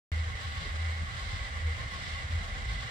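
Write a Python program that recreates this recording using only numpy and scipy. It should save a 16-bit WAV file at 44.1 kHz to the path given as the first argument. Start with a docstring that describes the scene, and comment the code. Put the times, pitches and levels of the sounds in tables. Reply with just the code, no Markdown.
"""A cable lift runs at a mountain station, to the right of the microphone, in light wind.
After a short silence all starts abruptly: rope noise, filtered from white noise and rung through resonances,
with a rub that swells about every 0.75 s; gliding tones whirr and whine, throbbing eight times a second.
Mostly between the swells a low frame tone surges, over low-passed noise for the drive and the wind;
from 0.3 s on, short sliding tones groan and soft low tones bump."""
import sys
import numpy as np
from scipy import signal
from scipy.fft import rfft, irfft
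from scipy.io import wavfile

SR = 44100
rng = np.random.default_rng(int(sys.argv[2]) if len(sys.argv) > 2 else 0)


def materialize(psi):
    """Save the field psi as 16-bit PCM at rate SR to the path in sys.argv[1].

    A 1-D psi becomes a single channel; in a 2-D psi each row is a channel.
    """
    bounded = np.clip(np.atleast_2d(psi).T, -1, 1)
    quanta = np.round(bounded * 32767).astype(np.int16)
    wavfile.write(sys.argv[1], SR, quanta)


N = 127890
T = np.arange(N) / SR  # seconds
HZ = np.arange(N // 2 + 1) * SR / N + 1e-3  # kept above zero for the logarithm

# Coherence of the sound field at the two microphone ports. Each row: frequency in Hz,
# share of power common to both ports (0 to 1), phase in radians by which the left lags.
PORTS = [(150, .8, 0), (450, .75, .2), (780, .72, .95), (930, .65, 1.7), (1080, .85, 1.5), (1150, .8, 1.75),
         (1260, .78, 2.8), (1850, .6, 3.6), (1960, .7, 6.3), (2150, .65, 6.7), (2400, .35, 7.2),
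         (2700, .2, 9.4), (3200, .2, 12), (4900, .25, 11.8), (6000, .3, 15.3), (9000, .35, 15.5),
         (15000, .15, 16.5)]


def undb(db):
    """Decibels to amplitude ratio: 20 dB is a factor of ten."""
    return 10 ** (np.asarray(db) / 20)


def across(table, axis=1):
    """One column of a table at every frequency, interpolated on a logarithmic frequency axis."""
    rows = np.array(table, float)
    return np.interp(np.log(HZ), np.log(rows[:, 0]), rows[:, axis])


def along(table):
    """A (time, value) curve at every sample, by linear interpolation."""
    return np.interp(T, *np.array(table, float).T)


def walk(rate):
    """Band-limited Gaussian noise of unit spread; its spectrum falls to 1/e at rate (Hz)."""
    lowpass = np.exp(-(HZ / rate) ** 2) * (HZ > .1)
    slow = irfft(rfft(rng.standard_normal(N)) * lowpass, N)
    return slow / slow.std()


def swell(at, length):
    """Gaussian envelope: length (s) is its full width at 1/e of the peak."""
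    return np.exp(-(2 * (T - at) / length) ** 2)


def turn():
    """Periodic forcing: slightly uneven sheaves press on the rope once a turn, from -1 to 1."""
    turn_hz, high_spot_s = 7.92, 1.19  # rotation rate; one moment when the high spot meets the rope
    return np.cos(2 * np.pi * turn_hz * (T - high_spot_s))


def heard(gain, pan_db):
    """Partial coherence: noise of a given gain per Hz, partly shared and late on the left, partly diffuse."""
    common, left, right = rfft(rng.standard_normal((3, N))) * np.sqrt(SR / 2)
    share = np.clip(across(PORTS, axis=1), 0, 1)
    direct = np.array([common * np.exp(-1j * across(PORTS, axis=2)), common])
    diffuse = np.array([left, right])
    ports = np.sqrt(share) * direct + np.sqrt(1 - share) * diffuse
    pan = undb(np.array([pan_db + 0 * HZ, -pan_db + 0 * HZ]) / 2)
    equal_power = pan / np.sqrt(np.mean(pan ** 2, axis=0))
    return irfft(ports * gain * equal_power, N)


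def tone(hz, waver_hz, pan_db, slide=0, rate=16):
    """Frequency modulation: a sine of unit rms whose pitch wanders and slides, phase-lagged on the left."""
    phase = 2 * np.pi * np.cumsum(hz + slide + waver_hz * walk(rate)) / SR
    lag = np.interp(hz, HZ, across(PORTS, axis=2))
    pan = undb(np.array([[pan_db], [-pan_db]]) / 2)
    equal_power = pan / np.sqrt(np.mean(pan ** 2))
    return np.sqrt(2) * np.sin([phase - lag, phase]) * equal_power


def low_noise(spectrum, side_db):
    """Mid-side noise with the treble rolled off; side_db sets how far the two ports differ."""
    dull = 1 / (1 + (HZ / 900) ** 4)
    white = rfft(rng.standard_normal((2, N))) * np.sqrt(SR / 2)
    mid, side = irfft(white * undb(across(spectrum)) * dull, N)
    return mid + undb(side_db) * side * np.array([[1], [-1]])


def ring():
    """Forced resonance: sheave and frame modes kept ringing by the rolling rope."""
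    # Each row: frequency in Hz, half-width in Hz at which the response is 6 dB down,
    # level in dB, left minus right in dB.
    modes = [(560, 67, -85, 5), (787, 25, -66.5, 2), (1112, 135, -62.5, 0), (1571, 20, -65, -1),
             (1697, 11, -62.5, -1), (1850, 28, -66, 1), (2070, 144, -59.5, -6), (2844, 35, -59.5, 7),
             (3184, 38, -76, 4), (3994, 22, -66.5, -10), (7430, 44, -69.5, -11)]
    out = 0
    for hz, width, db, pan_db in modes:
        shape = 1 / (1 + 1j * (HZ - hz) / width) ** 2
        unit_power = shape / np.sqrt(np.sum(abs(shape) ** 2) * SR / N)
        out = out + heard(unit_power * undb(db), pan_db)
    return out


def fine_modes(count, depth_db):
    """Modal overlap: the many small modes of the steelwork as a random ripple over frequency."""
    ripple = np.interp(HZ, np.linspace(0, SR / 2, count), rng.standard_normal(count))
    return undb(depth_db * ripple)


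def sheaves():
    """Rolling contact: steady roll, rubbing that swells and throbs, and modes, roughened by the strands."""
    # Rope rolling on the sheaves. Each row: frequency in Hz, density in dB per Hz.
    roll_spectrum = [(150, -85.5), (260, -89), (370, -91), (490, -81.5), (680, -82.5), (900, -83.5),
                     (1020, -83.5), (1250, -78.5), (1500, -75), (1800, -74.5), (2250, -82.5), (2550, -83.5),
                     (3200, -83), (4200, -87.5), (5300, -91), (6600, -95), (7600, -93.5), (8500, -93.5),
                     (9300, -104), (10300, -120), (15500, -130)]
    # Rope rubbing in the grooves, before its swells. Each row: frequency in Hz, density in dB per Hz.
    rub_spectrum = [(400, -100), (1500, -82), (2500, -90), (3000, -83), (3900, -82.5), (5000, -89),
                    (6500, -99.5), (8300, -97.5), (10000, -115), (15500, -130)]
    # Strength of the rubbing. 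Each row: time in seconds, change in dB.
    rub_level = [(.18, -2.5), (.28, -8.5), (.43, 1.5), (.52, -1), (.63, 3), (.72, -2), (.95, -4),
                 (1.08, -6.5), (1.2, 2.5), (1.41, 1), (1.56, -6.5), (1.72, -1), (1.85, -5), (1.96, 1.5),
                 (2.12, 2.5), (2.3, -4), (2.58, -5.5), (2.72, 3), (2.9, -1)]
    # Balance of roll and rub. Each row: frequency in Hz, left minus right in dB.
    balance = [(300, 0.5), (1200, 0), (1700, -2), (2250, -4), (2550, 3.5), (2950, 3.5), (3400, -1),
               (4200, -12), (4800, 5.5), (6000, -2), (8000, 0.5), (15000, -17)]
    pan_db = across(balance)

    roll = heard(undb(across(roll_spectrum)) * fine_modes(count=800, depth_db=1.5), pan_db)
    roll = roll * undb(0.83 * walk(17.5))

    rub = heard(undb(across(rub_spectrum)) * fine_modes(count=450, depth_db=3.0), pan_db)
    rub_flutter_db = 0.53 * walk(7.4)
    rub_grain_db = 1.02 * walk(70)
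    rub = rub * undb(along(rub_level) + rub_flutter_db + 1.0 * turn() + rub_grain_db)

    ringing = ring() * undb(2.0 * walk(6.8))
    strand_grain = undb(0.64 * walk(95))
    return (roll + rub + ringing) * strand_grain


def whirr():
    """Narrow-band modulation: the rims sing in close strands that glide and flutter independently."""
    # Strands of the whirr. Each row: pitch in Hz, rms waver in Hz, level in dB, left minus right in dB.
    rims = [(1995, 24.9, -53.5, -13.5), (2076, 27, -54, -12.5), (2209, 48, -58.5, -4)]
    # Level of the whirr. Each row: time in seconds, change in dB.
    rim_level = [(.14, 1.5), (.27, -1), (.46, 0.5), (.56, -1), (.82, 0), (.91, 6), (1.06, -3), (1.26, -1.5),
                 (1.36, 4), (1.53, -1.5), (1.69, 4), (1.8, -2.5), (1.97, 0.5), (2.17, 4), (2.3, -2),
                 (2.42, 2), (2.56, -1), (2.72, 3), (2.9, 0.5)]
    glide_hz, flutter_hz, flutter_db = 30, 32, 6  # bandwidths of pitch and level motion; limit of flutter
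    strands = 0
    for hz, waver, db, pan in rims:
        level_db = db + flutter_db * np.tanh(walk(flutter_hz))
        strands = strands + tone(hz, waver, pan, rate=glide_hz) * undb(level_db)
    shudder_db = 1.2 * walk(22)
    return strands * undb(along(rim_level) + shudder_db + 0.4 * turn())


def sizzle():
    """Amplitude-modulated noise: faint top hiss that flutters as the rope strands pass."""
    # Each row: frequency in Hz, density in dB per Hz.
    hiss = [(4000, -120), (8000, -111), (11700, -110.5), (13000, -113.5), (15500, -116)]
    flutter_db = 1.1 * walk(16) + 1.2 * turn() + 1.5 * walk(150)
    return heard(undb(across(hiss)), 0) * undb(flutter_db)


def whines():
    """Frequency and amplitude modulation: wheels whine on wavering notes, strongest once a turn."""
    # Each row: pitch in Hz, rms waver in Hz, level in dB, left minus right in dB.
    notes = [(777.5, 16.06, -63.5, 5.5), (1098, 34, -60.5, 6), (1860, 17.9, -54.5, 0.5)]
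    out = 0
    for hz, waver, db, pan in notes:
        flutter_db = 3 * np.tanh(walk(22))
        fade_db = 3 * np.tanh(walk(6.7))
        out = out + tone(hz, waver, pan) * undb(db + flutter_db + fade_db)
    return out * undb(2.0 * turn())


def hum():
    """Amplitude envelopes on one low mode of the steel frame, surging and sinking back."""
    # Each row: middle in seconds, length in seconds, level in dB added over the resting hum.
    surges = [(0.169, 0.18, -30.5), (0.282, 0.033, -38.5), (0.478, 0.11, -38.5), (0.756, 0.081, -44.5),
              (0.863, 0.22, -32.5), (1.009, 0.061, -36.5), (1.685, 0.13, -30.5), (2.137, 0.069, -40.5),
              (2.258, 0.031, -36.5), (2.354, 0.097, -31.5)]
    hum_hz, wander_hz, rest_db = 79.73, 0.96, -48
    phase = 2 * np.pi * np.cumsum(hum_hz + wander_hz * walk(12.2)) / SR
    size = undb(rest_db) + sum(undb(db) * swell(at, length) for at, length, db in surges)
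    return np.sqrt(2) * size * np.sin(phase)


def rumble():
    """Low-passed random vibration: the drive rumbles unevenly under the hum."""
    # Each row: frequency in Hz, density in dB per Hz before the treble roll-off.
    drive = [(30, -84), (55, -65), (85, -63), (110, -63.5), (150, -76), (210, -78.5), (300, -89),
             (600, -110)]
    shudder_db = 2.5 * walk(19)
    return low_noise(drive, side_db=-9) * undb(shudder_db)


def wind():
    """Turbulent pressure: light gusts on the microphone as low noise, nearly alike at both ports."""
    # Each row: frequency in Hz, density in dB per Hz before the treble roll-off and the gusts.
    buffet = [(15, -84), (27, -77), (40, -58), (58, -59), (80, -66), (130, -78), (300, -97)]
    # Strength of the wind. Each row: time in seconds, change in dB.
    gusts = [(.12, 1), (.28, -5), (.35, 9), (.43, -24), (.58, -7), (.7, 3), (.9, -14), (1, -3), (1.11, -1),
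             (1.21, 5), (1.43, 3), (1.65, 1), (1.9, 0.5), (2.07, -1.5), (2.22, 0), (2.3, 2), (2.78, 6),
             (2.85, -6)]
    return low_noise(buffet, side_db=-16) * undb(along(gusts) + 0.4 * walk(23))


def groans():
    """Frequency glide under a Gaussian envelope: now and then a wheel briefly sings out."""
    # Each row: middle in seconds, length in seconds, pitch at the middle in Hz,
    # slide in Hz per second, peak level in dB.
    cries = [(.305, 0.065, 1090, -600, -51.5), (.442, 0.044, 1090, 999, -48),
             (.575, 0.054, 1120, -600, -50.5), (.668, 0.027, 1095, 502.5, -49.5),
             (.662, 0.043, 425, -1, -55), (.667, 0.026, 340, 1.5, -54.5), (1.09, 0.067, 1115, 701, -49.5),
             (1.205, 0.051, 1085, 798, -50.5), (1.418, .035, 1100, 2, -50), (1.56, 0.029, 1085, 501.5, -50),
             (1.686, 0.053, 480, 0.5, -52.5), (1.802, 0.032, 1053, 0, -50),
             (1.955, .055, 1085, -900, -45.5), (2.163, .04, 1110, 599.5, -48),
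             (2.72, 0.052, 1110, -400, -54.5), (2.827, 0.02, 1110, 997.5, -48)]
    out = 0
    for at, length, hz, slide, db in cries:
        note = tone(hz, waver_hz=8, pan_db=0.91, slide=slide * (T - at))
        out = out + note * undb(db) * swell(at, length)
    return out


def bumps():
    """Short tone bursts under a Gaussian envelope: soft low bumps as the load shifts."""
    # Each row: middle in seconds, length in seconds, pitch in Hz, peak level in dB.
    knocks = [(0.354, 0.016, 89.2, -40), (0.583, 0.024, 85, -33), (0.627, 0.049, 151.7, -47),
              (1.115, 0.034, 149.2, -51), (1.285, 0.037, 80.7, -39), (1.412, 0.043, 59.2, -34),
              (1.492, .025, 87, -42), (1.861, .018, 75, -30), (1.927, 0.017, 170, -45),
              (2.497, .04, 194.5, -51), (2.744, .05, 151.1, -44.5), (2.855, 0.017, 120, -41.5)]
    out = 0
    for at, length, hz, db in knocks:
        out = out + tone(hz, waver_hz=9, pan_db=0) * undb(db) * swell(at, length)
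    return out


def scene():
    """Superposition: the lift and the wind add together."""
    lift = sheaves() + whirr() + sizzle() + whines() + hum() + rumble() + groans() + bumps()
    return lift + wind()


def record(dry):
    """Gating and low-pass filtering: an abrupt start after a short silence, with the top cut."""
    start_s, top_hz = .117, 15750
    top_cut = signal.ellip(10, .2, 80, top_hz, fs=SR, output="sos")  # 0.2 dB ripple, 80 dB stopband
    return signal.sosfilt(top_cut, dry * (T >= start_s))


dry = scene()
out = record(dry)
materialize(out)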